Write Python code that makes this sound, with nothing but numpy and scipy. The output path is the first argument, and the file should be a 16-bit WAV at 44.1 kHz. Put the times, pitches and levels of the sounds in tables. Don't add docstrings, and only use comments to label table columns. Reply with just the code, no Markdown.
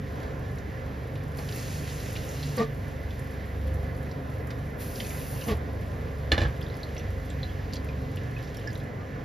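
import sys
import numpy as np
from scipy import signal
from scipy.fft import rfft, irfft, next_fast_len
from scipy.io import wavfile
from scipy.ndimage import uniform_filter1d

SR = 44100
rng = np.random.default_rng(int(sys.argv[2]) if len(sys.argv) > 2 else 0)


def master(y):
    cut = np.clip(np.atleast_2d(y).T, -1, 1)
    pcm = np.round(cut * 32767)
    wavfile.write(sys.argv[1], SR, pcm.astype(np.int16))


N = 407484
T = np.arange(N) / SR
M = next_fast_len(N + SR)
HZ = np.maximum(np.arange(M // 2 + 1) * SR / M, 1)

# pitch_hz, density_db
RUSH_SPECTRUM = [(21, -54), (35, 8.5), (60, -7), (134, -6.5), (173, -11.5), (302, -15), (528, -14),
                 (922, -25), (2020, -27.5), (3200, -31.5), (6500, -39.5), (8500, -47), (11500, -42.5),
                 (15500, -44)]
# pitch_hz, width_hz, level_db
RUSH_RESONANCES = [(238, 134, 4.5), (355.6, 17.4, -12.5), (452, 75, 3), (728, 86, 3.5), (1024, 22, 5.5),
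                   (1252, 110, -3), (1723, 5.1, 9), (1640, 620, 4.5), (2017, 12, 8.5)]
# time_s, middle_db, treble_db, top_db
RUSH_BAND_LEVELS = [(0, -2.5, -4, -2), (.26, 5, -1.5, -3.5), (.55, 0, -4, -4), (1.9, 0, -5, -2),
                    (2.18, 2.5, -6, 1), (2.5, 0, -2, -0.5), (4.5, 1.5, -5, -2.5), (5.9, 2.5, -3.5, -3),
                    (7.2, 1, -2, -2.5), (8.75, 0.5, -2.5, -4), (8.92, 0.5, -6, -8), (9.24, 1, -5, -7)]
# time_s, low_multiples_db, upper_multiples_db
FAN_LEVELS = [(0.0, -40.5, -41), (0.41, -40.5, -41.5), (2.49, -40.5, -40.5), (2.65, -40.5, -40),
              (3.06, -39, -45), (3.4, -41, -46), (3.76, -33.5, -40), (4.14, -42, -43.5), (4.58, -39, -38.5),
              (5.04, -40.5, -48.5), (6.31, -35.5, -40.5), (6.72, -41.5, -43), (7.18, -37, -52),
              (7.36, -38, -41.5), (7.72, -38.5, -48.5), (8.26, -39.5, -39), (8.59, -40, -47),
              (9.24, -47.5, -42)]
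# multiple, level_db, waver_db
FAN_LOW_MULTIPLES = [(2, -6, 0), (3, 1, 3), (4, 0.5, 3.5)]
# multiple, level_db, waver_db
FAN_UPPER_MULTIPLES = [(5, -1.5, 3.6), (6, -0.5, 3.3), (7, -15, 4)]
# multiple, level_db, waver_db
BLADE_MULTIPLES = [(11, -55, 5), (22, -55.5, 4.5)]
# open_s, full_flow_s, shut_s, hiss_db, splash_db, hiss_held_back_db, splash_held_back_db,
# narrowness (0 to 1); the held-back levels are relative to full flow
TAP_RUNS = [(1.352, 1.554, 2.57, -51.5, -45.5, -6.5, -7.5, 0.55),
            (4.777, 4.99, 5.475, -46, -48.5, -2, -3.5, 0.9)]
# pitch_hz, density_db
SPLASH_SPECTRUM = [(700, -20), (1300, -6.5), (1700, -7), (2200, -4), (2610, -3.5), (3370, -7), (4700, -6),
                   (6360, -5), (8000, -9), (10000, -12), (15000, -33)]
# pitch_hz, density_db
VALVE_SPECTRUM = [(5500, -11), (8000, -13), (9900, 4.5), (11300, 1), (12800, 0), (14000, 3), (15600, -14)]
# pitch_hz, width_hz, level_db
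VALVE_RESONANCES = [(10100, 100, 3), (11200, 180, 5), (11750, 150, 5), (12300, 60, 3), (12600, 60, 4)]
# pitch_hz, drift_hz, level_db
SINK_BANDS = [(2740, 80, -9.5), (3220, 130, -14), (4220, 220, -12)]
# start_s, hold_s, lowest_mode_db,
# second_mode_db, upper_modes_db, rattle_db, thump_db, pitch_share (of the modes under 1000 Hz)
PIPE_JOLTS = [(2.570, 0.024, -31, -28, -39, -43, -45, 1.08),
              (2.594, 0.013, -29, -45, -35, -51.5, -45, 0.97),
              (2.612, 0.012, -42, -29, -46, -48, -45, 1.02),
              (5.474, 0.023, -26.5, -30.5, -38, -40, -30, 1.03),
              (5.507, 0.011, -40, -29.5, -45, -47, -18, 0.98)]
# pitch_hz, waver_hz, level_db, group (0 lowest, 1 second, 2 upper)
PIPE_MODES = [(222, 7, 0, 0), (452, 15, 0, 1), (680, 22, -3, 2), (880, 35, -8, 2), (1150, 34, -3, 2),
              (1600, 50, -12, 2), (1830, 50, -11, 2)]
# start_s, level_db, body_db, thump_db,
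# tilt_db_per_octave (above 2500 Hz); body and thump are relative to level_db
BLOWS = [(6.3175, -11, -8, -5, 2.5), (6.3786, -18.5, -4, 1, -2.5), (6.4048, -22.5, -9, 7.5, -21),
         (6.4162, -21, -5, 3, -6), (6.434, -29.5, -3, 14, -5), (6.451, -30, 0, 9, -6)]
# pitch_hz, level_db, t60_s
OBJECT_MODES = [(1618, -6.5, 0.085), (1750, -8, 0.082), (2400, -5, 0.022), (2920, -2, 0.024),
                (3500, 0, 0.02), (4110, 5.5, 0.011), (4550, -11, 0.013), (5180, -16, 0.015)]
# pitch_hz, level_db, t60_s
BODY_MODES = [(256, -5, 0.11), (338, -6, 0.098), (553, 14.5, 0.013), (713, 7, 0.018), (818, -8.5, 0.094)]
# pitch_hz, level_db, t60_s
THUMP_MODES = [(64, -3, .1), (82, 0, .11), (128, -6, .09)]
# start_s, level_db, centre_hz, width (share of the centre); the row at 6.452 s is a late ring of
CLEAR_DROPS = [(.232, -46, 3930, 0.9), (.585, -45.5, 4970, 1), (1.156, -42.5, 3200, 0.72),
               (1.386, -39, 4580, 0.31), (1.388, -33, 696, 1), (1.389, -43, 2400, .6),
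               (1.488, -39.5, 4500, .8), (1.490, -37.5, 2900, 0.2), (1.524, -34.5, 4500, 0.3),
               (1.582, -43, 4330, .15), (1.592, -43, 4900, .2), (2.155, -37, 3020, 0.7),
               (2.161, -34, 2500, 0.54), (2.168, -38, 4200, .6), (2.29, -37, 6500, .3),
               (2.429, -37, 4280, 0.35), (2.433, -41, 2780, .3), (2.437, -41, 4300, .3),
               (2.581, -34, 4500, 0.12), (3.107, -43, 3540, 0.56), (4.113, -45, 4500, 0.4),
               (4.505, -37, 3800, 1), (4.506, -37, 1800, 1), (4.958, -37, 5200, .6),
               (4.962, -50, 2900, .15), (4.983, -44, 4500, .45), (5.001, -32, 3160, 0.24),
               (5.003, -34.5, 4650, 0.54), (5.004, -33, 2080, 0.69), (5.048, -46, 4250, .12),
               (5.048, -42, 2520, .4), (5.105, -39, 2490, .6), (5.198, -44, 3210, .5),
               (5.411, -37, 4000, 0.98), (5.42, -41, 2850, .12), (5.44, -39, 5595, .3),
               (6.452, -34, 1640, 0.16), (6.627, -42, 4870, 0.27), (6.832, -33, 4150, 0.17),
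               (6.966, -36, 2580, 0.77), (6.98, -33, 5700, .14), (6.997, -39, 2520, 0.61),
               (7.301, -37, 7460, .13), (7.304, -40, 3420, 0.39), (7.431, -31.5, 3930, 0.15),
               (7.441, -45, 4100, 0.18), (7.492, -46, 3250, .18), (7.59, -40, 1700, 0.12),
               (7.726, -41, 4500, 0.49), (7.734, -32.5, 4500, 0.41), (7.741, -37, 2480, 1),
               (7.756, -35, 4470, 0.87), (7.767, -38, 4530, .33), (7.887, -48, 4300, 0.54),
               (7.889, -38, 2420, 0.14), (8.170, -49, 4600, 0.63), (8.172, -37, 3000, 0.45),
               (8.365, -40.5, 2530, .07), (8.397, -49, 3200, .3), (8.437, -45, 3980, 0.91),
               (8.475, -46, 4500, 0.79), (8.548, -44, 3000, .6), (8.570, -37.5, 5230, 0.13),
               (8.586, -48, 3200, .25), (8.672, -38, 1700, 0.1), (8.682, -40, 1650, 0.1),
               (8.674, -37, 5300, 0.12), (8.704, -43, 4670, .09), (8.73, -46, 6800, .3),
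               (8.800, -46, 3500, 0.71), (8.990, -51, 1207, 0.018)]
# start_s, level_db
CLEAR_TICKS = [(1.3723, -43), (1.5594, -38), (2.1296, -39), (2.5676, -37), (4.5052, -55), (4.7935, -50),
               (5.5079, -44), (6.6104, -47), (6.769, -49), (6.8314, -48), (6.9476, -50), (7.7373, -39),
               (8.159, -45), (8.5689, -45), (8.7284, -49)]
# start_s, end_s, level_db (raised at random for each burst)
CRACKLE_FITS = [(6.545, 7.023, -47.5), (7.246, 7.8, -57), (7.85, 8.304, -58), (8.379, 8.501, -51),
                (8.53, 8.818, -53)]
# pitch_hz, likeness (0 to 1), left_lead_half_turns, left_minus_right_db
MIC_PORTS = [(60, .995, 0., -.8), (260, .82, 0., -1.6), (400, .74, .05, -1.5), (520, .72, .1, .3),
             (650, .25, .2, 1.4), (800, .33, .6, -1.6), (1030, .33, .3, 1.8), (1160, .46, 0., 1.),
             (1290, .06, .5, -3.), (1500, .5, 1., -6.), (1800, .85, .06, -7.), (2100, .76, .06, -4.),
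             (2450, .85, .06, -2.3), (3300, .98, 0., 0.), (5400, .98, 0., 0.), (5900, .78, -.3, 0.),
             (7000, .72, -.45, 0.), (7500, .8, -.7, 0.), (7900, .98, -.97, 0.), (8900, .98, -1.03, 0.),
             (9300, .78, -1.2, 0.), (10400, .68, -1.57, 0.), (11200, .95, -1.9, 0.),
             (12700, .98, -2.03, 0.), (13100, .76, -2.15, 0.), (14000, .68, -2.6, 0.),
             (14700, .98, -3., 0.)]

RUSH_DB, SHAFT_HZ, MIDDLE_WAVER_DB = -37.5, 23.91, 0.55
OPEN_S, SPURT_S, SPURT_DB, FILL_S = 0.033, 0.045, 1.5, 0.057
HISS_SAG_DB_PER_S, SQUEEZE_S, SQUEEZE_DB, DRAIN_S = 2, 0.015, 3.5, 0.09
SHAKE_RISE_S, SHAKE_FALL_S = 0.011, 0.047
FAINT_TICK_DB, FAINT_DROP_DB = -56, -54
FAINT_UNTIL_S = 8.85
BUBBLE_DB, BUBBLE_GLIDE, BUBBLE_CYCLES = 1, 0.11, 42
DROP_CYCLES, SPLAT_T60_S = 60, 0.035
GULP_DB = -41.5
ROOM_T60_S, WATER_ROOM_DB = 0.13, -1
KNOCK_ROOM_DB, PIPE_ROOM_DB = -3.5, -5.5
TOP_HZ = 15720


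def undb(db):
    return np.exp(np.asarray(db) * np.log(10) / 20)


def unit(x):
    return x / np.sqrt(np.mean(x ** 2, axis=-1, keepdims=True))


def decay(t, t60):
    return np.exp(-np.log(1000) * t / t60)


def on_hz(table, column=1):
    table = np.array(table, float)
    return np.interp(np.log(HZ), np.log(table[:, 0]), table[:, column])


def over_time(table, column):
    table = np.array(table, float)
    return np.interp(T, table[:, 0], table[:, column])


def bumps(peaks):
    return sum(db * np.exp(-((HZ - hz) / width) ** 2) for hz, width, db in peaks)


def rise(hz, octaves):
    return np.clip(np.log2(HZ / hz) / octaves, 0, 1)


def colour(x, gain):
    return irfft(rfft(x, M) * gain, M)[..., :N]


def shape(times, dbs):
    gain = np.zeros(N)
    span = slice(int(times[0] * SR), int(times[-1] * SR))
    gain[span] = undb(np.interp(T[span], times, dbs))
    return gain


def walk(rate):
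    hold = max(int(SR / 32 / rate), 2)
    steps = np.repeat(rng.standard_normal(N // 32 // hold + 2), hold)
    coarse = uniform_filter1d(uniform_filter1d(steps, hold), hold)
    return 1.3 * uniform_filter1d(coarse.repeat(32), 32)[:N]


def restless(swell_db, flicker_db, rate, octaves):
    spectrum = rfft(rng.standard_normal((2, N)), M)
    pitch = np.log2(HZ)
    out = 0
    for octave in octaves:
        share = np.cos(np.pi / 2 * np.clip(pitch - octave, -1, 1)) ** 2
        band = irfft(spectrum * share, M)[:, :N]
        out = out + band * undb(flicker_db * walk(rate))
    return out * undb(swell_db * walk(3.1))


def add(out, s, hz, t60, peak, glide=0., push=.0002):
    t = np.arange(int(t60 * SR)) / SR
    sine = np.sin(2 * np.pi * hz * t * (1 + glide * t / t60))
    ring = peak * sine * decay(t, t60) * (1 - np.exp(-t / push))
    i = int(s * SR)
    out[i:i + len(t)] += ring[:max(N - i, 0)]


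def puff(hz, share, t60, size=4096):
    burst = rng.standard_normal(size) * decay(np.arange(size) / SR, t60)
    burst[0] += 4
    band = signal.iirpeak(hz, 1 / np.clip(0.92 * share, .02, 1.5), SR)
    ring = signal.lfilter(*band, signal.lfilter(*band, burst))
    return ring / np.abs(ring).max()


def kitchen(x, sent):
    t = np.arange(SR // 2) / SR
    tails = rng.standard_normal((2, len(t))) * decay(t, ROOM_T60_S) * (t > .004)
    tails = tails / np.sqrt(np.sum(tails ** 2, axis=1, keepdims=True))
    thinning = np.sqrt((1 + (HZ / 5000) ** 2) * (1 + (150 / HZ) ** 2))
    return x + colour(sent, rfft(tails, M) / thinning)


def air_rush():
    spectrum_db = on_hz(RUSH_SPECTRUM) + bumps(RUSH_RESONANCES)
    rush = unit(colour(restless(0.093, 0.88, 18, range(6, 15)), undb(spectrum_db))) * undb(RUSH_DB)
    treble = colour(rush, rise(1800, 0.86))
    top = colour(rush, rise(7500, .2))
    middle = colour(rush, rise(170, 1.1) * np.clip(np.log2(1900 / HZ) / 0.47, 0, 1))
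    middle_db = over_time(RUSH_BAND_LEVELS, 1) + MIDDLE_WAVER_DB * walk(3.984)
    treble_db, top_db = over_time(RUSH_BAND_LEVELS, 2), over_time(RUSH_BAND_LEVELS, 3)
    rush = rush + top * (undb(top_db) - 1)
    rush = rush + (treble - top) * (undb(treble_db) - 1)
    return rush + middle * (undb(middle_db) - 1)


def fan():
    turn = 2 * np.pi * np.cumsum(SHAFT_HZ * (1 + 0.00405 * walk(1.5))) / SR

    def multiples(table):
        out = 0
        for multiple, db, waver_db in table:
            phase = rng.uniform(0, 2 * np.pi) + 1.39 * walk(5)
            out = out + undb(db + waver_db * walk(14)) * np.sin(multiple * turn + phase)
        return out

    low = unit(multiples(FAN_LOW_MULTIPLES)) * undb(over_time(FAN_LEVELS, 1))
    upper = unit(multiples(FAN_UPPER_MULTIPLES)) * undb(over_time(FAN_LEVELS, 2))
    return low + upper + multiples(BLADE_MULTIPLES)


def hood():
    return air_rush() + fan()


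def tap():
    jet = restless(.9, 1.2, 20, range(13, 15))
    grains = undb(1.2 * rng.exponential(size=N // 64 + 1)).repeat(64)[:N]
    splash = unit(colour(grains * restless(0.44, 1.6, 20, range(10, 15)), undb(on_hz(SPLASH_SPECTRUM))))
    rings = 0
    for hz, drift, db in SINK_BANDS:
        tone = np.sin(2 * np.pi * np.cumsum(hz + drift * walk(4)) / SR)
        rings = rings + undb(db + 1.8 * walk(15)) * walk(450) * tone
    out = 0
    for opens, full, shuts, hiss_db, splash_db, hiss_back, splash_back, narrow in TAP_RUNS:
        spurt_end = opens + OPEN_S + SPURT_S
        times = [opens, opens + OPEN_S, spurt_end, full - FILL_S, full, shuts - SQUEEZE_S, shuts, shuts + DRAIN_S]
        sag = -HISS_SAG_DB_PER_S * (shuts - full)
        hiss_course = np.array([-18, SPURT_DB, hiss_back, hiss_back, 0, sag, sag + SQUEEZE_DB, -17])
        splash_course = np.array([-22, splash_back + SPURT_DB, splash_back, splash_back, 0, -2, -1, -18])
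        hiss = unit(colour(jet, undb(on_hz(VALVE_SPECTRUM) + narrow * bumps(VALVE_RESONANCES))))
        out = out + hiss * shape(times, hiss_db + hiss_course)
        out = out + (splash + narrow * rings) * shape(times, splash_db + splash_course)
    return out


def shudder():
    def shake(s, hold, db):
        times = s + np.cumsum([0, SHAKE_RISE_S, hold, SHAKE_FALL_S])
        return shape(times, db + np.array([-15.5, -2.0, -5.0, -28]))

    out = np.zeros(N)
    jolt_times = [jolt[0] + SHAKE_RISE_S for jolt in PIPE_JOLTS]
    pitch = np.interp(T, jolt_times, [jolt[-1] for jolt in PIPE_JOLTS])
    for hz, waver, db, group in PIPE_MODES:
        mode_hz = hz * pitch if hz < 1000 else hz
        turn = 2 * np.pi * np.cumsum(mode_hz + waver * walk(60)) / SR
        gain = sum(shake(jolt[0], jolt[1], jolt[2 + group]) for jolt in PIPE_JOLTS)
        out += np.sqrt(2) * np.sin(turn) * undb(db + 2.5 * walk(90)) * gain
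    centres = np.array([[500], [2200]])  # Hz, of the knock and the rattle
    bells = np.exp(-(np.log2(HZ / centres) / 1.44) ** 2)
    knock, rattle = unit(colour(rng.standard_normal(N), bells))
    for s, hold, _, _, _, rattle_db, thump_db, _ in PIPE_JOLTS:
        out += (knock * undb(6.0) + rattle) * shake(s, hold, rattle_db)
        for hz, mode_db, t60 in THUMP_MODES:
            add(out, s, hz, 2.1 * t60, undb(thump_db + mode_db), push=0.016)
    return out


def knocks():
    out = np.zeros(N)
    for s, db, body_db, thump_db, tilt_db in BLOWS:
        layers = [(OBJECT_MODES, db - 8.0, .0006),
                  (BODY_MODES, db + body_db - 0.5, .002),
                  (THUMP_MODES[:2], db + thump_db + 7, .025)]
        for modes, layer_db, push in layers:
            for hz, mode_db, t60 in modes:
                c = rng.standard_normal()
                level_db = layer_db + mode_db + tilt_db * max(np.log2(hz / 2500), 0) + c
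                add(out, s + .001 * abs(c), hz * (1 + .006 * c), t60, undb(level_db), push=push)
        rattle = undb(-15.0) * puff(3800, 1.44, 0.094, size=8192)
        rattle = rattle + undb(body_db - 3.5) * puff(1470, 1.0, 0.21, size=8192)
        out[int(s * SR):][:8192] += undb(db) * rattle
    return out


def drops(count=140):
    out = np.zeros(N + 4096)
    when, size, pitch = rng.random((count, 3)).T
    when = when * FAINT_UNTIL_S
    lift_db = -2.5 * np.log(size)
    faint_drops = [(s, FAINT_DROP_DB + up, 2500 * 2.74 ** p, .6)
                   for s, up, p in zip(when[::5], lift_db[::5], pitch[::5])]
    faint_ticks = list(zip(when, FAINT_TICK_DB + lift_db))
    for s, db, hz, share in CLEAR_DROPS + faint_drops:
        splat = puff(hz, share, DROP_CYCLES / hz + SPLAT_T60_S * share)
        out[int(s * SR):][:4096] += undb(db) * splat
        bubble = undb(db + BUBBLE_DB) * max(1 - 0.73 * share, 0)
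        add(out, s, hz * (1 - BUBBLE_GLIDE / 2), BUBBLE_CYCLES / hz, bubble, BUBBLE_GLIDE)
    for s, db in CLEAR_TICKS + faint_ticks:
        out[int(s * SR):][:4096] += undb(db + 2.5) * puff(9600, 0.82, 0.043)
    return out[:N]


def simmer(count=1100):
    out = np.zeros(N)
    for when, pitch, size in rng.random((count, 3)):
        hz = 300 * 40 ** pitch
        level_db = -47.0 - 15 * pitch - 2.7 * np.log(size + .02)
        add(out, when * N / SR, hz, 9 / hz, undb(level_db), glide=0.56)
    for when, pitch, size in rng.random((count // 8, 3)):
        hz = 110 * 5 ** pitch
        level_db = GULP_DB - 6 * pitch - 2.7 * np.log(size)
        add(out, when * N / SR, hz, 12 / hz, undb(level_db), glide=0.27, push=0.0048)
    for start, end, db in CRACKLE_FITS:
        for when, pitch, size in rng.random((count // 40, 3)):
            hz = 2400 * 2.8 ** pitch
            add(out, start + when * (end - start), hz, 22 / hz, undb(db - 3.2 * np.log(size)), glide=0.16)
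    return out


def scene():
    pipe, blows = shudder(), knocks()
    water = drops() + simmer()
    sent = undb(WATER_ROOM_DB) * water + undb(PIPE_ROOM_DB) * pipe + undb(KNOCK_ROOM_DB) * blows
    field = hood() + tap() + kitchen(water + pipe + blows, sent)
    first, second = rfft(field, M)
    shared, apart = (first + second) / np.sqrt(2), (first - second) / np.sqrt(2)
    likeness = np.clip(on_hz(MIC_PORTS, 1), 0, 1)
    same = np.sqrt((1 + likeness) / 2) * shared
    other = np.sqrt((1 - likeness) / 2) * apart
    tilt = undb(on_hz(MIC_PORTS, 3) / 2) * np.exp(.5j * np.pi * on_hz(MIC_PORTS, 2))
    left, right = (same + other) * tilt, (same - other) / tilt
    return irfft(np.array([left, right]), M)[:, :N]


def record(dry):
    bass_cut = signal.butter(4, 36, "high", fs=SR, output="sos")
    top_cut = signal.ellip(8, .2, 70, TOP_HZ, fs=SR, output="sos")
    return signal.sosfilt(top_cut, signal.sosfilt(bass_cut, dry))


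dry = scene()
out = record(dry)
master(out)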